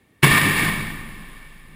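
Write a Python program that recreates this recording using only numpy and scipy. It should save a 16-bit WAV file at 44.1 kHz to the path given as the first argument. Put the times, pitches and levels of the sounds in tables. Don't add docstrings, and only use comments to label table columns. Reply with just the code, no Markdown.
import sys
import numpy as np
from scipy import signal
from scipy.fft import rfft, irfft, next_fast_len
from scipy.io import wavfile

SR = 44100
rng = np.random.default_rng(int(sys.argv[2]) if len(sys.argv) > 2 else 0)


def wrap_up_sound(samples):
    columns = np.atleast_2d(samples).T
    tamed = np.clip(columns, -1, 1)
    steps = np.round(tamed * 32767).astype(np.int16)
    wavfile.write(sys.argv[1], SR, steps)


N = 77175
BREAK_S = 0.229

# pitch_hz, relative_db
VENT_TONE = [(15, -33), (30, -18), (60, -7), (80, -5.5), (150, -8), (350, -9.5), (700, -21.5),
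             (2000, -39.5)]
# pitch_hz, fade_s
HALL_FADE = [(150, 1.75), (1000, 1.64), (2500, 1.37), (6000, 1.23), (14000, 1.43)]
# pitch_hz, relative_db
CASE_TONE = [(30, -12), (80, -29), (160, -0.5), (400, -8), (620, -11.5), (850, -7), (1400, -10),
             (1650, -1.5), (2000, -3.5), (2500, -6), (3600, -10), (4400, -15), (5300, -18.5), (6000, -29),
             (6700, -20.5), (8300, -16.5), (9600, -15.5), (10400, -21), (11400, -30), (12700, -29.5),
             (13700, -22), (15200, -19.5), (15450, -46), (16500, -92)]
# pitch_hz, half_width_hz, boost_db
CASE_BANDS = [(1130, 115, 9), (1805, 80, 10), (2245, 125, 8), (2735, 75, 5), (3340, 80, 4), (3690, 80, 4),
              (6030, 140, -4), (9280, 90, 4), (9730, 100, 9), (10190, 115, 13), (10850, 130, 8),
              (13150, 120, 9), (13820, 110, 12), (14260, 110, 10), (14740, 110, 4)]
# pitch_hz, gain_db
STEEL_NOTES = [(1202, -20.5), (1766, -24), (1838, -26), (2270, -13), (2712, -26), (2767, -28), (3335, -41),
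               (4680, -28.5)]
# time_s, level_db
RUMBLE_LEVELS = [(.229, -19), (.33, -22.5), (.39, -29), (.44, -19.5), (.55, -30.5), (.63, -24), (.72, -30),
                 (.86, -34), (1.0, -39.5), (1.13, -44), (1.19, -43), (1.28, -46.5), (1.45, -54),
                 (1.75, -53.5)]
# pitch_hz, relative_db
RUMBLE_TONE = [(20, -48), (42, -13), (55, -21), (68, -30), (86, -14.5), (101, 3), (120, -16), (154, 5),
               (183, -7), (215, -1), (245, -10.5), (275, -7.5), (330, -12.5), (440, -20), (560, -26),
               (1000, -49), (3000, -110)]
# start_s, level_db, pitch_hz, fade_s
SLAB_THUMPS = [(.229, -17, 360, .11), (.2425, -21, 1020, .06), (.312, -31, 52, .16)]
# pitch_hz, level_db, fade_s
SLAB_NOTES = [(107.4, -33, 0.44), (140.2, -6.5, 0.25), (262, -28.5, 0.75), (355.8, -19.5, 0.45),
              (429.4, -17.5, 0.24)]
# time_s, level_db
GRIND_LEVELS = [(.229, -15.5), (.27, -17.5), (.295, -19), (.325, -16), (.39, -17.5), (.407, -24.5),
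                (.425, -20), (.55, -24), (.6, -20.5), (.69, -25), (.76, -32.5), (.86, -37.5), (1.0, -46),
                (1.3, -46.5), (1.75, -54.5)]
# start_s, level_db
SLAB_CRACKS = [(0.223, -36), (0.2265, -21.5), (0.2322, -7.5), (0.2402, -13), (0.2403, -10), (0.2432, -7.5),
               (0.2471, -11), (0.259, -39), (0.2652, -14), (0.3026, -19), (0.323, -27.5), (0.3586, -15.5),
               (0.378, -12.5), (0.4143, -13), (0.4329, -23.5), (0.593, -28), (0.6514, -23)]


def amp(db):
    return 10 ** (np.asarray(db) / 20)


def fade(t, fade_s):
    return amp(-60 * t / fade_s)


def unit(x):
    return x / np.sqrt(np.mean(x ** 2) + 1e-20)


def along(points, hz):
    pitches, values = np.transpose(points)
    return np.interp(np.log(hz + 1), np.log(pitches + 1), values)


def since(start_s):
    return np.maximum(np.arange(N) / SR - start_s, 0)


def loudness(rows):
    return amp(np.interp(since(0), *np.transpose(rows))) * (since(BREAK_S) > 0)


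def coloured(x, tone_db):
    size = 2 * next_fast_len(N)
    gains = unit(amp(tone_db(np.fft.rfftfreq(size, 1 / SR))))
    cepstrum = irfft(np.log(np.maximum(gains, 1e-6)), size)
    cepstrum[1:size // 2] *= 2
    cepstrum[size // 2 + 1:] = 0
    return irfft(rfft(x, size) * np.exp(rfft(cepstrum)), size)[:N]


def ventilation(level_db=-60.5):
    return amp(level_db) * coloured(rng.standard_normal(N), lambda hz: along(VENT_TONE, hz))


def hall_echo(x, gain_db=-7.5, build_s=0.028):
    hz, t, noise = signal.stft(rng.standard_normal(N), SR, nperseg=256)
    fading = noise * fade(t, along(HALL_FADE, hz)[:, None])
    tail = signal.istft(fading * (1 - np.exp(-t / build_s)), SR, nperseg=256)[1]
    return amp(gain_db) * signal.fftconvolve(x, tail / np.linalg.norm(tail))[:N]


def case_tone_db(hz):
    bands = sum(db / (1 + ((hz - centre) / width) ** 4) for centre, width, db in CASE_BANDS)
    return along(CASE_TONE, hz) + bands


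def rig_sway(start_s=0.33, pitch_hz=22.1, level_db=-32.5, rise_s=0.43):
    t = since(start_s)
    swell = np.minimum(t / rise_s, 1) * fade(np.maximum(t - rise_s, 0), fade_s=5.1)
    phase = 2 * np.pi * pitch_hz * t
    octave_above = amp(-9.5) * np.sin(2 * phase)
    return amp(level_db) * swell * (np.sin(phase) + octave_above)


def steel_ring(snaps):
    t = since(0)
    dying = fade(t, fade_s=0.45)
    ring = sum(amp(db) * unit(np.sin(2 * np.pi * hz * t) * dying) for hz, db in STEEL_NOTES)
    return signal.fftconvolve(snaps, ring / np.sqrt(N))[:N]


def slab_rumble():
    shifting = loudness(RUMBLE_LEVELS) * rng.standard_normal(N)
    return coloured(shifting, lambda hz: along(RUMBLE_TONE, hz))


def slab_thumps(width_octaves=0.37, rise_s=0.0005):
    thumps = np.zeros(N)
    for start_s, db, pitch_hz, fade_s in SLAB_THUMPS:
        t = since(start_s)
        noise = rng.standard_normal(N)
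        body = coloured(noise, lambda hz: -3 * (np.log2((hz + 1) / pitch_hz) / width_octaves) ** 2)
        thumps += amp(db) * body * fade(t, fade_s) * (1 - np.exp(-t / rise_s))
    return thumps


def slab_boom(rise_s=0.006):
    t = since(BREAK_S)
    ring = sum(amp(db) * fade(t, fade_s) * np.sin(2 * np.pi * hz * t) for hz, db, fade_s in SLAB_NOTES)
    return ring * (1 - np.exp(-t / rise_s))


def grinding(snaps_per_s=1500, spread_db=2):
    sizes = amp(spread_db * np.minimum(rng.exponential(size=N), 4))
    signs = rng.choice([-1, 1], N)
    snaps = unit(sizes * signs * (rng.random(N) < snaps_per_s / SR))
    dust = rng.standard_normal(N)
    return loudness(GRIND_LEVELS) * unit(snaps + dust)


def cracks(fade_s=0.028):
    return sum(amp(db) * fade(since(start_s), fade_s) * (since(start_s) > 0) * rng.standard_normal(N)
               for start_s, db in SLAB_CRACKS)


def scene():
    breaking = cracks() + grinding()
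    echo = hall_echo(breaking)
    faint_hiss = amp(-65.5) * rng.standard_normal(N)
    through_case = coloured(breaking + echo + faint_hiss, case_tone_db)
    through_rig = steel_ring(breaking) + slab_boom() + slab_rumble() + slab_thumps() + rig_sway()
    return (through_case + through_rig + ventilation())[None]


def record(dry, ceiling=0.86, top_hz=15900):
    rounded = dry / (1 + np.abs(dry / ceiling) ** 6) ** (1 / 6)
    treble_cut = signal.ellip(10, .1, 90, top_hz, fs=SR, output="sos")
    return signal.sosfilt(treble_cut, rounded)


dry = scene()
out = record(dry)
wrap_up_sound(out)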